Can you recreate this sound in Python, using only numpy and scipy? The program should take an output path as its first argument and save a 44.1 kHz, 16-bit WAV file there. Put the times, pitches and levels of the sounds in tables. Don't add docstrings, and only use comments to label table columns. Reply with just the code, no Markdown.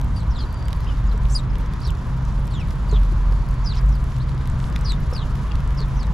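import sys
import numpy as np
from scipy import signal
from scipy.fft import rfft, irfft
from scipy.io import wavfile
from scipy.ndimage import uniform_filter1d

SR = 44100
rng = np.random.default_rng(int(sys.argv[2]) if len(sys.argv) > 2 else 0)


def unload_audio(sound):
    columns = np.transpose(np.atleast_2d(sound))
    steps = np.round(np.clip(columns, -1, 1) * 32767)
    wavfile.write(sys.argv[1], SR, steps.astype(np.int16))


def volts_from_decibels(level):
    exponent = np.asarray(level, float) / 20
    return 10 ** exponent


N = 270637


def band(x, lo_hz, hi_hz, order=2):
    return signal.sosfilt(signal.butter(order, [lo_hz, hi_hz], "band", fs=SR, output="sos"), x)


def walk(rate):
    hold = int(SR / rate)
    steps = np.repeat(rng.standard_normal(N // hold + 1), hold)
    return 1.306 * uniform_filter1d(uniform_filter1d(steps, hold), hold)[:N]


def curves(table):
    s, *columns = np.transpose(table)
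    return [np.interp(np.arange(N) / SR, s, column) for column in columns]


def add(out, t, sound, pan_db):
    first = int(t * SR)
    sound = sound[:N - first].T
    out[:, first:first + sound.shape[-1]] += sound * volts_from_decibels(np.array([[pan_db], [-pan_db]]) / 2)


def chirps():
    # start in seconds, length in seconds, first pitch in Hz, last pitch in Hz, level in dB.
    reedy_notes = [(0.158, 0.043, 4800, 4420, -47.5), (0.194, .035, 4150, 3750, -53),
                   (1.348, .009, 5500, 4750, -32), (1.353, 0.014, 4720, 4920, -23),
                   (1.367, 0.02, 4780, 4330, -35), (1.385, 0.016, 4030, 3680, -39.5),
                   (2.509, 0.03, 4650, 4050, -50), (2.599, 0.024, 4300, 3550, -56),
                   (2.537, 0.018, 3920, 3550, -42), (2.551, 0.0403, 3510, 3090, -43),
                   (2.59, .045, 3050, 2200, -44.5)]
    left_notes = [(.386, 0.059, 5060, 3940, -44.5), (.386, 0.016, 4450, 4130, -49),
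                  (.404, .018, 4350, 3930, -42), (.425, .02, 2900, 2600, -61),
                  (.865, 0.02, 2740, 3170, -45.5), (.887, 0.026, 3250, 2830, -44),
                  (.915, 0.013, 3160, 2700, -48), (2.89, .04, 4790, 4070, -45),
                  (2.937, 0.038, 3850, 3200, -42), (2.941, .045, 3500, 2730, -52),
                  (3.643, .017, 6300, 5300, -46.5), (3.658, 0.034, 5200, 4660, -35),
                  (3.693, 0.033, 4710, 3720, -37.5), (3.725, 0.0081, 3800, 3300, -41),
                  (3.732, 0.0078, 3300, 2480, -43), (3.744, 0.01, 3400, 2580, -48),
                  (.88, .03, 3700, 3330, -57), (3.92, 0.049, 5800, 4266, -52.5),
                  (4.856, 0.04, 4660, 4210, -39.5), (4.893, 0.017, 4700, 4200, -38),
                  (5.127, 0.021, 5300, 5410, -47), (5.5, 0.014, 3940, 3895, -56),
                  (5.512, 0.0095, 2890, 2560, -41.5), (5.515, 0.0083, 3360, 3200, -48),
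                  (5.965, .025, 6090, 5706, -54), (5.775, 0.0173, 5350, 4680, -41),
                  (5.79, 0.044, 4610, 4250, -41.5)]
    right_notes = [(.305, 0.023, 5800, 5200, -51.5), (1.066, .014, 7300, 7000, -54),
                   (1.073, .008, 6950, 6800, -56), (1.082, 0.022, 5470, 4500, -52),
                   (1.112, .018, 4200, 3700, -48.5), (1.297, 0.024, 8100, 5900, -49),
                   (1.338, .008, 8900, 8300, -48), (1.373, .008, 6900, 6600, -49),
                   (1.31, .02, 12050, 13000, -59), (1.3, 0.015, 10200, 10200, -55),
                   (1.295, 0.024, 5300, 6800, -50), (1.316, 0.02, 6100, 6250, -43),
                   (1.817, .004, 4600, 4950, -42), (1.5, 0.0089, 5150, 5250, -52),
                   (1.829, .015, 5000, 4150, -46), (1.848, 0.027, 3950, 4800, -46),
                   (1.843, 0.015, 5500, 5260, -42), (1.87, 0.0227, 4300, 3500, -44),
                   (1.892, 0.015, 3400, 2750, -45.5), (3.768, .03, 5900, 4630, -45.5),
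                   (3.735, .005, 5400, 4300, -43), (3.743, .005, 4900, 4100, -46),
                   (3.75, 0.0043, 4700, 3600, -46), (3.769, 0.0082, 3400, 5000, -40),
                   (4.2, 0.03, 3660, 4700, -48), (5.815, 0.036, 4370, 3300, -47)]
    clear_notes = [(4.848, 0.0099, 5980, 4900, -36.5), (4.858, 0.04, 4970, 4760, -34.5),
                   (1.323, 0.0078, 8800, 7900, -42), (1.332, 0.015, 7850, 7100, -39),
                   (4.893, 0.027, 4250, 3810, -33.5), (4.92, 0.023, 3850, 3470, -39.5),
                   (5.147, 0.034, 5250, 4300, -38), (5.175, 0.026, 4180, 3580, -44),
                   (5.203, 0.035, 3500, 2960, -45), (5.243, .018, 2950, 2700, -55),
                   (5.178, 0.022, 4550, 3920, -43), (5.205, 0.035, 3970, 3510, -47),
                   (.326, 0.037, 4870, 4100, -60), (.347, 0.017, 4400, 3830, -48),
                   (.36, 0.05, 3900, 3230, -44.5), (.362, .03, 3600, 3300, -53),
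                   (.403, 0.033, 3250, 3070, -49.5), (1.859, 0.015, 4750, 4290, -39),
                   (1.874, 0.018, 4350, 3600, -40.5), (5.992, 0.058, 5470, 3650, -47.5)]
    # octave overtone in dB, left minus right in dB, rasp of a -30 dB note from 0 to 1.
    voices = [
        (-12, 1, .15),
        (-26, 1, .28),
        (-26, -3, .32),
        (-21, 2, .16),
    ]
    out, fade = np.zeros((2, N)), .004
    waver, tremble, broken = walk(220), walk(300), walk(150)
    spill = band(rng.standard_normal(N), 90, 520)
    spill /= spill.std()
    groups = (reedy_notes, left_notes, right_notes, clear_notes)
    for notes, (octave_db, pan_db, husk) in zip(groups, voices):
        for start, length, hz0, hz1, db in notes:
            t = np.arange(start - fade, start + length + fade, 1 / SR)
            i = (t * SR).astype(int)
            rasp = np.clip(husk + .014 * (-30 - db), .05, .65)
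            along = np.clip((t - start) / length, 0, 1)
            glide = hz0 + (hz1 - hz0) * along ** .85
            pitch = glide * (1 + (.004 + .022 * rasp) * waver[i])
            phase = 2 * np.pi * np.cumsum(pitch) / SR
            edge = np.clip(np.minimum(t - t[0], t[-1] - t) / (2 * fade), 0, 1)
            effort_db = np.interp(along, [0, .34, 1], [-1, 0, -2.5])
            third = volts_from_decibels(effort_db - 17) * np.sin(3 * phase)
            overtone_db = octave_db + .3 * effort_db + 4 * broken[i] - 2
            voice = np.sin(phase) + volts_from_decibels(overtone_db) * (np.sin(2 * phase) + third)
            tone = voice * (np.sqrt(1 - rasp ** 2) + rasp * spill[i])
            level = volts_from_decibels(db + effort_db + 2 * tremble[i])
            add(out, t[0], np.sqrt(2) * tone * edge * level, pan_db)
    return out


def tick(width_s, lo_hz, hi_hz):
    t = (np.arange(400) - 130) / SR
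    grit = rng.standard_normal(400) * volts_from_decibels(6.4 * np.repeat(rng.standard_normal(20), 20))
    burst = np.exp(-np.abs(t) / (width_s * 1.6 ** rng.uniform(-.86, 1)))
    crack = band(grit * burst, lo_hz, hi_hz, order=3)
    return crack / np.sqrt(2 * uniform_filter1d(crack ** 2, size=40).max())


def pecks():
    # time
    # in seconds, treble in dB, upper middle in dB, middle in dB.
    small_hits = [(0.0141, -37, -39, -32.5), (0.046, -42, -50, -41), (0.1628, -48, -56, -45),
                  (0.2045, -54, -47, -51), (0.3705, -56, -52, -53), (0.5435, -59, -40, -53),
                  (0.684, -37, -39, -30), (0.7122, -53, -65, -48), (0.7628, -48, -54, -49),
                  (0.783, -62, -61, -55), (0.8469, -59, -46, -51), (0.9122, -63, -57, -53),
                  (1.1193, -56, -58, -48), (1.2354, -54, -43, -53), (1.2653, -54, -56, -43),
                  (1.5193, -60, -62, -55), (1.5345, -55, -64, -48), (1.6, -53, -58, -49),
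                  (1.7367, -41, -55, -34), (1.9061, -41, -39, -36), (1.9726, -53, -53, -50),
                  (2.0696, -50, -49, -45), (2.1762, -57, -54, -50), (2.3921, -57, -55, -51),
                  (2.51, -54, -49, -53), (2.6519, -58, -58, -53), (2.6748, -51, -48, -48),
                  (2.6859, -44, -51, -42), (2.8959, -59, -57, -53), (2.929, -49, -55, -47),
                  (2.934, -47, -44, -42), (3.0172, -50, -48, -43), (3.034, -44, -47, -37),
                  (3.3246, -48, -52, -37), (3.4404, -56, -60, -50), (4.042, -43, -46, -42.5),
                  (4.1601, -59, -54, -48), (4.2265, -59, -59, -51), (4.349, -56, -46, -48),
                  (4.4129, -56, -56, -41), (4.4569, -53, -48, -35), (4.4751, -38, -44, -35),
                  (4.7267, -48, -48, -35), (4.7816, -49, -62, -37), (4.7912, -48, -45, -45),
                  (5.0682, -60, -65, -53), (5.1363, -42, -39, -40), (5.471, -55, -59, -43),
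                  (5.6048, -47, -54, -37), (5.8603, -58, -53, -53),
                  (0.528, -40, -49, -51), (0.5313, -54, -54, -52), (0.5755, -54, -50, -53),
              (0.6556, -47, -43, -53), (0.8058, -43, -46, -42), (1.1778, -49, -41, -53),
              (1.2862, -47, -51, -42), (1.5846, -39, -52, -49), (1.6113, -47, -56, -53),
              (1.805, -45, -49, -48), (1.8732, -41, -46, -53), (1.877, -43, -41, -53),
              (2.015, -52, -56, -51), (2.0762, -52, -55, -53), (2.2524, -51, -43, -50),
              (2.4048, -53, -56, -53), (2.4553, -48, -45, -53), (2.4717, -42, -53, -53),
              (2.7565, -48, -55, -53), (2.7841, -55, -55, -53), (2.8878, -50, -57, -53),
              (2.9991, -48, -55, -48), (3.0494, -55, -64, -53), (3.1156, -52, -53, -53),
              (3.123, -55, -50, -53), (3.3406, -48, -65, -53), (3.4649, -53, -54, -51),
              (3.4883, -42, -49, -40), (3.512, -44, -43, -48), (3.5525, -54, -65, -51),
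              (3.7569, -46, -53, -53), (3.81, -50, -65, -53), (3.814, -45, -65, -51),
              (3.862, -45, -50, -50), (3.893, -48, -40, -51), (3.956, -43, -58, -51),
              (4.1079, -48, -58, -53), (4.185, -45, -52, -42), (4.8116, -45, -37, -53),
              (4.9525, -50, -65, -53), (5.0039, -42, -58, -52), (5.1152, -44, -56, -48),
              (5.1673, -43, -46, -53), (5.3553, -43, -56, -37), (5.4275, -54, -65, -56),
              (5.751, -50, -54, -53), (5.8161, -51, -43, -53), (5.8853, -44, -65, -49),
              (6.007, -56, -47, -53), (6.0626, -54, -53, -53),
                  (0.1694, -56, -55, -47), (0.2295, -56, -54, -44), (0.2331, -55, -55, -43),
                 (0.4531, -62, -56, -47), (0.508, -59, -51, -50), (0.6263, -52, -58, -36),
                 (0.7061, -57, -47, -38), (0.73, -37, -42, -27.5), (0.7519, -59, -56, -42),
                 (0.972, -54, -56, -42), (1.095, -62, -53, -52), (1.1281, -49, -59, -42),
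                 (1.2543, -46, -52, -31.5), (1.556, -50, -51, -31), (1.6624, -70, -59, -38.5),
                 (1.9524, -57, -51, -42), (2.3079, -54, -65, -46), (2.325, -69, -46, -43),
                 (2.3794, -66, -57, -44), (2.478, -48, -46, -36), (2.707, -46, -43, -37),
                 (2.7107, -46, -50, -33), (2.9147, -58, -42, -38), (3.0587, -66, -53, -53),
                 (3.3129, -55, -52, -47), (3.5427, -63, -47, -51), (4.121, -57, -58, -42),
                 (4.1658, -59, -45, -39), (4.2875, -60, -57, -38), (4.2935, -48, -46, -33.5),
                 (4.3178, -61, -56, -39), (4.379, -55, -63, -37), (4.6023, -57, -44, -34),
                 (4.6418, -54, -50, -31), (4.7574, -52, -48, -38), (4.7617, -35, -37, -20),
                 (4.9211, -39, -32, -27), (5.1406, -66, -45, -53), (5.2719, -56, -57, -47),
                 (5.5196, -61, -55, -35), (5.5557, -46, -44, -33), (5.6762, -52, -42, -38),
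                 (5.7072, -50, -65, -37), (5.8049, -48, -42, -34), (6.0311, -49, -38, -34),
                 (6.0696, -54, -49, -42),
                  (4.8835, -60, -56, -35),
        (4.5, -50, -36, -42),
        (4.6, -60, -48, -44),
        (4.7, -47, -42, -44),
    ]
    out, lead = np.zeros((2, N)), 136 / SR
    for t, treble_db, upper_db, mid_db in small_hits:
        shared, own = tick(.0004, 8600, 13800), tick(.0004, 9500, 15000)
        treble = shared + .53 * own * np.array([[1], [-1]])
        pan_db = 4.8 * rng.standard_normal()
        add(out, t - lead, volts_from_decibels(treble_db - 1.5) * treble.T, 2.2)
        add(out, t - lead, volts_from_decibels(upper_db - .8) * tick(.00034, 5500, 8600), pan_db)
        add(out, t - lead, volts_from_decibels(mid_db - 1.5) * tick(.00068, 1800, 5060), pan_db)
    for when, size, colour, side in rng.random((900, 4)):
        db = min(-3 * np.log(size), 6) - 62
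        lo_hz = 3000 * 3 ** colour
        add(out, when * (N - 400) / SR, volts_from_decibels(db) * tick(.00043, lo_hz, 1.5 * lo_hz), 22 * (side - .35))
    return out


def knocks():
    # time in seconds, peak in dB, ring pitch in Hz.
    landings = [(0.438, -35, 370), (0.659, -47, 520), (1.143, -34, 438), (1.873, -37, 369.5),
                (2.216, -37, 539), (2.391, -39, 544), (2.738, -39, 444), (2.927, -24, 425),
                (3.121, -34.5, 350), (3.321, -36, 507), (3.836, -35, 509), (4.343, -39, 363),
                (4.723, -36.5, 363.2), (5.126, -26, 506.3), (5.808, -34.5, 420.5)]
    out, t = np.zeros((2, N)), np.arange(4000) / SR
    for when, db, hz in landings:
        main_t60 = min(.085, .08 * (425 / hz) ** 3.55)
        ring = 0
        for ratio, mode_db, t60 in ((1, 3.5, main_t60), (1.45, -8, .047), (2.4, .5, .022)):
            ring = ring + volts_from_decibels(mode_db) * np.sin(2 * np.pi * ratio * hz * t) * 1000 ** (-t / t60)
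        add(out, when, volts_from_decibels(db) * ring * (1 - np.exp(-t / .0003)), 0)
    return out


def chatter():
    # start in seconds, end in seconds, first Hz, last Hz, level in dB.
    far_whistles = [
        (.42, .72, 4710, 4620, -60.5),
        (.68, .9, 4680, 4400, -65),
        (.79, .95, 5050, 5000, -62.5),
        (3.21, 3.67, 4470, 4490, -63.5),
    ]
    # start in seconds, end in
    # seconds, centre in Hz, width in Hz, level in dB.
    squabbles = [
        (1.292, 1.37, 7000, 2400, -46),
        (3.73, 3.805, 3800, 3000, -47.5),
        (3.768, 3.826, 1900, 730, -48),
        (5.16, 5.168, 2574, 410, -43),
        (4.56, 4.72, 6800, 6500, -56),
        (0.31, 0.44, 3900, 1400, -58),
        (1.84, 1.9, 4300, 2200, -51),
        (2.911, 2.919, 6800, 1100, -47),
    ]
    out = np.zeros((2, N))
    for start, end, hz0, hz1, db in far_whistles:
        n = int((end - start) * SR)
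        pitch = np.linspace(hz0, hz1, n) * (1 + .011 * walk(160)[:n])
        whistle = np.sin(2 * np.pi * np.cumsum(pitch) / SR) * signal.windows.tukey(n, .3)
        add(out, start, np.sqrt(2) * whistle * volts_from_decibels(db + 1 + 2 * walk(160)[:n]), 0)
    for start, end, hz, width_hz, db in squabbles:
        n = int((end - start) * SR)
        hoarse = band(rng.standard_normal(n), hz - width_hz / 2, hz + width_hz / 2)
        hoarse = hoarse * volts_from_decibels(3 * walk(400)[:n])
        add(out, start, hoarse / hoarse.std() * signal.windows.tukey(n, .6) * volts_from_decibels(db), 0)
    return out


def echo(x, t60):
    t = np.arange(int(.15 * SR)) / SR
    tail = rng.standard_normal((2, len(t))) * np.exp(-np.log(1000) * t / t60) * (t > .002)
    return signal.fftconvolve(x, tail / np.sqrt(np.sum(tail ** 2) / 2), axes=1)[:, :N]


def drone(table, waver, beat_db):
    hz, db = curves(table)
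    phase = 2 * np.pi * np.cumsum(hz * (1 + waver * walk(12))) / SR
    drift = .031 * walk(4.83) * np.array([[1], [-1]])
    return np.sqrt(2) * np.sin(phase + drift) * volts_from_decibels(db + beat_db * walk(14))


def engines():
    # time in seconds, pitch in Hz, level in dB.
    low_hum = [(0, 50.6, -26.5), (.6, 50.56, -33), (1.02, 49.28, -21.5), (1.63, 49.34, -23),
               (1.84, 47.06, -31.5), (2.04, 49.6, -28), (2.45, 50.6, -20.5), (2.65, 51.3, -46),
               (2.86, 44.3, -19), (3.26, 44.6, -17), (3.47, 44.9, -22), (3.67, 44.4, -26.5),
               (3.88, 47.3, -21), (4.08, 49.87, -28), (4.49, 44.05, -45), (4.9, 49.84, -20.5),
               (5.2, 48.46, -31), (6.14, 52, -23)]
    high_hum = [(0, 132.3, -29.5), (.34, 130.4, -45), (.68, 114.2, -35.5), (1.36, 125.7, -29.5),
                (1.7, 127.6, -37.5), (2.04, 124.1, -28), (2.38, 133, -32), (3.4, 131.5, -35),
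                (4.08, 128.4, -25.5), (4.42, 129.5, -28.5), (5.1, 131.6, -34), (5.44, 133.2, -29),
                (6.14, 132.5, -34)]
    return drone(low_hum, .0492, 3.08) + drone(high_hum, .0198, 1.7)


def traffic():
    # time in seconds, level in dB.
    swell = [
        (0, -.3),
        (2.7, .1),
        (3.3, -.4),
        (4.3, -.5),
        (4.75, 1.3),
        (5.3, .5),
        (6.14, .6),
    ]
    # pitch in Hz, level in dB per Hz.
    road_tone = [(22, -2.5), (53, 1.5), (93, -6), (150, -8), (202, -16), (353, -29.5), (780, -33.5),
                 (980, -26.5), (2650, -45.5), (3400, -46.5), (7300, -56.5), (8500, -66), (10800, -60),
                 (14500, -77)]
    # pitch in Hz, side minus middle in dB.
    spread = [(30, -10), (130, -23.5), (500, -12), (1000, -11.5), (2000, -6.5), (6000, -7.5), (13000, -6.5)]
    # pitch in Hz, lead in radians.
    port_phase = [(30, -0.092), (300, -0.071), (1000, -.25), (2410, -0.51), (4910, -0.35), (7670, -.2),
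                  (12000, .1)]
    swell_db, = curves(swell)
    freq = np.log(np.maximum(np.arange(N // 2 + 1) * SR / N, 1))

    def by_pitch(table):
        hz, values = np.transpose(table)
        return np.interp(freq, np.log(hz), values)

    mid, side = rfft(rng.standard_normal((2, N))) * volts_from_decibels(by_pitch(road_tone)) * (freq > np.log(16))
    lead = np.clip(by_pitch(port_phase), -1, 1)
    side = side * volts_from_decibels(by_pitch(spread)) + 1j * np.tan(lead / 2) * mid
    scale = volts_from_decibels(-22.5) / np.std(irfft(mid, N))
    out, step = 0, np.log(2) / 2
    ruffle = .6 * walk(25) + walk(90)
    for octave in np.arange(3.5, 14.6, .5):
        share = np.clip(1 - np.abs(freq - octave * np.log(2)) / step, 0, 1)
        m, s = irfft(np.array([mid, side]) * share, N)
        db = swell_db + 1.3 * np.clip(octave - 11.3, 0, 1.7) * ruffle + .9 * walk(6)
        out = out + volts_from_decibels(db) * np.array([m + s, m - s])
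    return scale * out


def scene():
    calls, ticks = chirps() + chatter(), pecks()
    echoes = volts_from_decibels(-7.5) * echo(calls, .05) + volts_from_decibels(-19) * echo(ticks, .02)
    return calls + ticks + knocks() + echoes + engines() + traffic()


def roll_off(x):
    return signal.sosfilt(signal.butter(12, 15740, fs=SR, output="sos"), x)


def record(dry):
    heard = signal.sosfilt(signal.butter(4, 13500, fs=SR, output="sos"), dry)
    return roll_off(heard)


dry = scene()
out = record(dry)
unload_audio(out)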